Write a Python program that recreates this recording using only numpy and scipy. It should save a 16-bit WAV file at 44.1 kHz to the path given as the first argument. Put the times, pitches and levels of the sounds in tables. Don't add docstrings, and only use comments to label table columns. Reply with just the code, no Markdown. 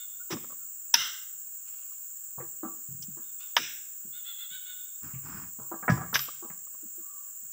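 import sys
import numpy as np
from scipy import signal
from scipy.fft import rfft, irfft
from scipy.io import wavfile

SR = 44100
rng = np.random.default_rng(int(sys.argv[2]) if len(sys.argv) > 2 else 0)


def unload_wav(signal):
    wavfile.write(
        sys.argv[1],
        SR,
        np.round(np.clip(np.atleast_2d(signal).T, -1, 1) * 32767).astype(np.int16),
    )


N = 331632


def undb(db):
    return 10 ** (np.asarray(db) / 20)


def unit(x):
    return x / np.sqrt(np.mean(x ** 2))


def peak(x, db):
    return x * undb(db) / np.abs(x).max()


def add(out, s, x):
    i = int(s * SR)
    x, i = x[max(-i, 0):], max(i, 0)
    out[i:i + len(x)] += x[:len(out) - i]


def through(x, response):
    return signal.oaconvolve(x, response)[:N]


def colour(x, points, size=2048):
    hz, db = np.transpose(points)
    log_hz = np.log(np.fft.rfftfreq(size, 1 / SR) + 1)
    cepstrum = irfft(np.log(undb(np.interp(log_hz, np.log(hz), db))))
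    cepstrum[1:size // 2] *= 2
    cepstrum[size // 2 + 1:] = 0
    return through(x, irfft(np.exp(rfft(cepstrum))))[:len(x)]


def noise(points):
    return unit(colour(rng.standard_normal(N), points))


def walk(rate, size=N):
    steps = np.arange(size) * (rate / SR)
    knots = rng.standard_normal(size // 32 + 2)
    return 0.81 * np.interp(steps, np.arange(len(knots)), knots)


def ring(modes, scatter_db=0):
    hz, db, t60 = np.transpose(modes)[..., None]
    t = np.arange(int(t60.max() * SR)) / SR
    weight = undb(db + scatter_db * rng.standard_normal(db.shape)) * rng.choice([-1, 1], db.shape)
    y = (weight * np.sin(2 * np.pi * hz * t) * np.exp(-np.log(1000) * t / t60)).sum(axis=0)
    return y / np.linalg.norm(y)


def palms(x, t60=0.54, build_s=0.049, patchy_db=-1.2):
    t = np.arange(SR) / SR
    build = 1 - np.exp(-(t / build_s) ** 2)
    swell = build * np.exp(-np.log(1000) * t / t60) * undb(patchy_db * walk(120, size=SR))
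    tail_eq = [(100, -0.5), (600, -5.5), (1300, -3.5), (3200, 0.5), (6000, -2), (12000, -5.5)]
    tail = colour(rng.standard_normal(SR), tail_eq)
    return through(x, tail * swell / np.linalg.norm(swell))


def air(level_db=-62.5, drift_db=0.4):
    # (frequency [Hz], gain [dB])
    air_eq = [(30, -31.5), (80, 7), (180, 6.5), (350, -1), (650, -3), (1150, -0.5), (1500, 10), (2200, -5),
              (2900, 4), (4100, -7), (5000, 2.5), (6200, 9.5), (11000, -28.5), (15000, 6)]
    return noise(air_eq) * undb(level_db + drift_db * walk(1))


def rustle(attack_share=0.067, flicker_db=3):
    # (time [s], length [s], level [dB])
    brushes = [(1.646, 0.54, -65), (3.396, 0.17, -58)]
    # (frequency [Hz], gain [dB])
    frond_eq = [(300, -28), (1300, -1), (2000, -11), (2800, 3), (3600, -10), (4300, -7), (6000, -6),
                (9000, -21)]
    t = np.arange(N) / SR
    swell = sum(undb(db) * np.interp(t, [s, s + attack_share * length, s + length], [0, 1, 0])
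                for s, length, db in brushes)
    return swell * undb(flicker_db * walk(120)) * noise(frond_eq)


def birds(note_s=.105, arch=.09, jitter=.021, rasp=.84, echo_db=-5):
    # (time [s], pitch [Hz], level [dB])
    notes = [(-.04, 709, -55), (3.22, 710, -69.5), (3.385, 696, -60), (4.116, 703, -54), (4.24, 670, -46.5),
             (4.372, 669, -48), (4.495, 741, -49), (4.645, 709, -50), (4.822, 720, -66)]
    # (frequency [Hz], gain [dB])
    throat_eq = [(900, -38.5), (1300, -14), (1480, 1), (1800, -3.5), (2080, -10), (2400, -7), (2800, -7),
                 (3500, 11.5), (4100, -7), (4800, -19.5), (6500, -29)]
    # (time [s], length [s], pitch [Hz], level [dB])
    whistles = [(.195, 0.042, 1438, -51.5), (.59, 0.069, 1370, -65), (6.98, 0.31, 1161, -59.5)]
    out = np.zeros(N)
    bow = np.sin(np.linspace(0, np.pi, int(note_s * SR)))
    for s, hz, db in notes:
        pitch = hz * (1 + arch * (bow - .6) + jitter * walk(250, size=SR)[:len(bow)])
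        phase = 2 * np.pi * np.cumsum(pitch) / SR
        harmonics = unit(sum(np.sin(k * phase) for k in range(1, 9)))
        voice = harmonics + rasp * rng.standard_normal(SR)[:len(bow)]
        add(out, s, unit(colour(voice * bow, throat_eq)) * undb(db))
    for s, length, hz, db in whistles:
        swell = np.sin(np.linspace(0, np.pi, int(length * SR)))
        pitch = hz * (1 + 0.046 * walk(180, size=SR)[:len(swell)])
        add(out, s, np.sin(2 * np.pi * np.cumsum(pitch) / SR) * swell * undb(db))
    return out + undb(echo_db) * palms(out)


def cicadas(tymbal_hz=95, buzz=0.13, shrill_db=-40.5, flutter_db=1.4, swell_db=-0.94):
    # (frequency [Hz], gain [dB])
    drone_eq = [(5800, -55.5), (6350, -24), (6700, -8.5), (7100, -1.5), (7550, 0.5), (8200, -7),
                (8700, -19), (9200, -23), (10400, -27), (10900, -47)]
    shrill_eq = [(12600, -45), (13400, -30), (14000, -29.5), (14350, 2.5), (14800, -5), (15150, 5),
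                 (15500, 6.5), (16000, -4.5)]
    # (time [s], level [dB])
    drone_fader = [(0.0, -45.5), (2.99, -45.5), (3.94, -46), (7.48, -46), (7.52, -44)]
    drone_db = np.interp(np.arange(N) / SR, *np.transpose(drone_fader))
    phase = 2 * np.pi * np.cumsum(tymbal_hz * (1 + .025 * walk(7.1))) / SR
    drone = noise(drone_eq) * (1 + buzz * np.sin(phase)) * undb(drone_db + 0.26 * walk(40))
    shrill = noise(shrill_eq) * undb(shrill_db + swell_db * walk(0.45) + flutter_db * walk(69))
    return drone + shrill


def loose_fruit(tick_s=0.0082):
    # (time [s], peak level [dB])
    ticks = [(0.366, -37.5), (.440, -41.5), (.499, -44), (0.521, -44.5), (1.917, -55), (6.281, -33.5),
             (6.666, -51), (6.741, -51.5)]
    hollow_eq = [(100, -20.5), (550, -4), (850, -13.5), (1130, 4.5), (1500, -10.5), (2400, -24),
                 (5000, -25.5), (8000, -39.5)]
    out, t = np.zeros(N), np.arange(SR // 12) / SR
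    for s, db in ticks:
        contact = rng.standard_normal(len(t)) * t * np.exp(-2 * t / tick_s)
        add(out, s, peak(colour(contact, hollow_eq), db))
    return out


def drag(attack_s=0.036, release_s=0.14, scrape_db=-1, grain_db=3, rumble_db=1, judder_db=2.5):
    # (time [s], length [s], level [dB])
    pulls = [(5.018, 0.14, -48.5), (5.224, .3, -49.5)]
    # (frequency [Hz], gain [dB])
    scrape_eq = [(100, -33.5), (400, -25), (950, -1), (1500, 3), (2100, -10), (2600, -6.5), (4200, -21),
                 (5300, -2.5), (8000, -64.5)]
    rumble_eq = [(40, -7.5), (110, 8.5), (170, 7.5), (330, 1), (600, -27), (1200, -38)]
    t = np.arange(N) / SR
    effort = sum(undb(db) * np.clip(np.minimum((t - s) / attack_s, (s + length - t) / release_s), 0, 1)
                 for s, length, db in pulls)
    treble_shelf = [(2300, 0), (2760, -5)]
    scrape = colour(noise(scrape_eq), treble_shelf) * undb(scrape_db + grain_db * walk(240))
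    rumble = noise(rumble_eq) * undb(rumble_db + judder_db * walk(60))
    return effort * (scrape + rumble)


def thud(hz, db, thud_s=0.0032, sag=0.078, lumps=0.24, settle_s=0.011):
    t = np.arange(SR // 6) / SR
    pitch = hz * (1 + sag * (2 * np.exp(-t / thud_s / 2) - 1))
    body = np.sin(2 * np.pi * np.cumsum(pitch) / SR) * t ** 2 * np.exp(-t / thud_s)
    band = [(hz / 4, -42), (hz / 2, -12), (hz, 0), (2 * hz, -12), (4 * hz, -42), (8 * hz, -65)]
    settle = colour(rng.standard_normal(len(t)) * t * np.exp(-t / settle_s), band)
    return peak(body, db) + lumps * peak(settle, db)


def crunch(db, top_hz, decay_s, attack_s=.0025, grain_db=3.1):
    # (frequency [Hz], gain [dB])
    fruit_eq = [(30, -23.5), (90, -6.5), (300, 5), (650, -0.5), (1150, 1.5), (1700, -3.5), (2500, 0),
                (3500, -7), (4200, -16), (5600, 4.5), (8000, 2.5)]
    t = np.arange(SR // 6) / SR
    envelope = (1 - np.exp(-t / attack_s)) * np.exp(-t / decay_s)
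    grind = rng.standard_normal(len(t)) * envelope * undb(grain_db * walk(300, size=len(t)))
    softness = [(top_hz / 10, -16), (.4 * top_hz, -4), (.92 * top_hz, 0), (1.3 * top_hz, -20),
                (2 * top_hz, -50)]
    return peak(colour(colour(grind, fruit_eq), softness), db)


def landing(hz, thud_db, crunch_db, top_hz, decay_s, bulk_lag_s=.022, bulk_db=-4.5):
    out = np.zeros(SR // 4)
    add(out, 0, thud(hz, thud_db) + crunch(crunch_db, top_hz, decay_s))
    bulk_hz = max(.74 * hz, 139)
    add(out, bulk_lag_s, thud(bulk_hz, thud_db + bulk_db))
    return out


def bunches(earth_until_s=1.5, bed_db=-14, echo_db=-15):
    # (time [s], thud pitch [Hz], thud level [dB], crunch level [dB], crunch top [Hz], crunch decay [s])
    landings = [(.304, 376, -31.5, -31.5, 2400, 0.026), (.322, 170, -34.5, -32.5, 1350, 0.0081),
                (.333, 335, -28.5, -39, 1390, 0.011), (.953, 257, -47, -50, 900, .04),
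                (.992, 134, -52, -54, 686, 0.021), (2.377, 164, -43, -37.5, 1340, 0.027),
                (2.400, 504, -40.5, -39, 2075, 0.023), (2.630, 346, -31, -32, 1450, 0.034),
                (2.885, 165, -43, -63, 507, .02), (2.922, 169, -44.5, -72.5, 514, .02),
                (2.992, 166, -45.5, -80, 515, 0.016), (3.080, 203, -43, -75, 500, .02),
                (3.169, 330, -45, -49.5, 1750, 0.021), (3.588, 258, -43, -47, 602, 0.015),
                (4.046, 214, -49, -56.5, 513, 0.015), (4.51, 170, -61, -67, 1210, .016),
                (5.135, 166, -35.5, -47, 3100, 0.045), (5.586, 225, -42, -45, 1481, 0.04),
                (5.713, 324, -37.5, -29.5, 1470, 0.025), (5.825, 200, -48.5, -34.5, 1790, 0.025),
                (5.879, 278, -29.5, -13.5, 1970, 0.013), (5.896, 189.5, -14, -29, 5520, 0.033),
                (5.970, 176, -39.5, -30.5, 1560, 0.036), (6.009, 170, -40.5, -29.5, 1650, 0.026),
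                (6.128, 220, -35, -27, 1840, 0.018), (6.423, 342, -42.5, -42, 1360, 0.029),
                (6.499, 183, -46, -42.5, 2200, 0.019), (6.828, 322, -49, -63.5, 772, 0.012),
                (6.978, 345, -49.5, -59, 790, 0.0096), (7.428, 208, -57, -74, 924, 0.023)]
    # (frequency [Hz], level [dB], t60 [s])
    bed_modes = [(81, -15, .25), (138.3, 0, .24), (181.6, -10, .27), (269.7, -7, .1), (327, -0.5, .17),
                 (435, -14, .3), (464.3, -6, 0.17), (596, -10.5, 0.14), (790, 0, .14), (1006, -5, 0.26),
                 (1156, 3, .2), (1360, -4, 0.071), (1598, 5, .15), (1672, 3, .13)]
    out = np.zeros(N)
    panels = [ring(bed_modes, scatter_db=2) for _ in range(4)]
    for k, (s, *contact) in enumerate(landings):
        blow = landing(*contact)
        add(out, s, blow)
        if s > earth_until_s:
            add(out, s, undb(bed_db) * through(blow, panels[k % len(panels)]))
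    out = out + loose_fruit() + drag()
    return out + undb(echo_db) * palms(out)


def spike_zings(rub_s=0.029, rub_db=-8):
    # (time [s], peak level [dB])
    zings = [(6.125, -30.5), (6.155, -28), (6.204, -24.5), (6.95, -40), (6.991, -41.5), (7.04, -43)]
    # (frequency [Hz], level [dB], t60 [s])
    spike_modes = [(12930, -2, .14), (13470, 2, .12), (13570, -1, .06), (13920, 1, .13), (14600, -5, .07)]
    out, t = np.zeros(N), np.arange(SR // 8) / SR
    for s, db in zings:
        rub = rng.standard_normal(len(t)) * np.exp(-t / rub_s)
        add(out, s, peak(through(rub, ring(spike_modes)), db))
        add(out, s, peak(colour(rub, [(9000, -43.5), (12500, -11.0), (14000, 7)]), db + rub_db))
    return out


def fibres(burst, tilt_db):
    # (frequency [Hz], gain [dB])
    stalk_eq = [(30, -72), (200, -36), (500, -21), (900, -14.5), (1600, 3), (2300, -3), (3000, 2.5),
                (3700, 1), (4250, -9.5), (5200, 5.5), (6100, 3), (7000, -21), (9000, -23.5), (12000, -12.5)]
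    tilted = [(hz, db + tilt_db * np.log2(np.clip(hz, 700, 6000) / 3000)) for hz, db in stalk_eq]
    return colour(burst, tilted)


def stalk_cracks(splinter_db=-25, splinter_s=0.025, tear_db=-8, tear_lag_s=0.0068, tear_s=0.011,
                 knock_s=0.0061, tool_db=-7, clang_db=-1, clang_s=.003):
    # (time [s], snap level [dB], length [s], tilt [dB/octave], echo send [dB], woody knock [Hz])
    bites = [(0.301, -26.5, 0.05, 3, -11.5, 940), (0.9394, -2.5, 0.0068, 4, -5.5, 940),
             (3.022, -29.5, .01, 21.5, -24.5, 3095), (3.5652, -5.5, 0.0057, -6.5, -9, 946),
             (6.140, -15, .018, 3.5, -16, 1140), (6.153, -7.5, 0.0062, -5.5, -13, 1674),
             (6.191, -18.5, 0.0051, 2, -23, 1186)]
    # (frequency [Hz], level [dB], t60 [s])
    tool_modes = [(910, 3.5, .12), (1394, -1, .28), (1580, 0, .3), (2094, -3, .42), (2740, -1, .35),
                  (2916, -2, .6), (3190, -3, 0.54), (3644, -1, .55), (3710, -1, .6), (3830, -4, .55),
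                  (5075, 1.5, .55), (5236, 1, .45), (5431, -2, .45), (5700, -3, .45), (5985, 1, .45)]
    clang_eq = [(950, -22), (1400, 1.5), (3000, 0)]
    near, far, t = np.zeros(N), np.zeros(N), np.arange(SR // 8) / SR
    for s, db, length, tilt_db, echo_db, knock_hz in bites:
        snap_noise, tear_noise = rng.standard_normal((2, len(t)))
        burst = np.sin(np.pi * np.minimum(t / length, 1)) + undb(splinter_db) * np.exp(-t / splinter_s)
        snap = peak(fibres(snap_noise * burst, tilt_db), db)
        knock = np.sin(2 * np.pi * knock_hz * t) * t * np.exp(-2 * t / knock_s)
        knock_db = db - 16.5 - tilt_db / 2
        add(near, s, snap + peak(knock, knock_db))
        tear = fibres(tear_noise * np.exp(-t / tear_s), tilt_db / 2 - 2)
        add(near, s + tear_lag_s, peak(tear, db + tear_db))
        strength = np.linalg.norm(snap) * undb(echo_db)
        steel = ring(tool_modes)
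        add(near, s, strength * undb(tool_db) * steel)
        click = unit(fibres(signal.unit_impulse(len(t)), tilt_db=0))
        clang = unit(colour(steel[:len(t)] * np.exp(-t / clang_s), clang_eq))
        spray = click + undb(clang_db) * clang
        add(far, s, strength * spray / np.linalg.norm(spray))
    return near + palms(far)


def scene():
    mix = air() + bunches() + stalk_cracks() + spike_zings() + rustle() + birds() + cicadas()
    return mix[None]


def record(dry, top_hz=15550):
    return signal.sosfilt(signal.ellip(10, .2, 80, top_hz, fs=SR, output="sos"), dry)


dry = scene()
out = record(dry)
unload_wav(out)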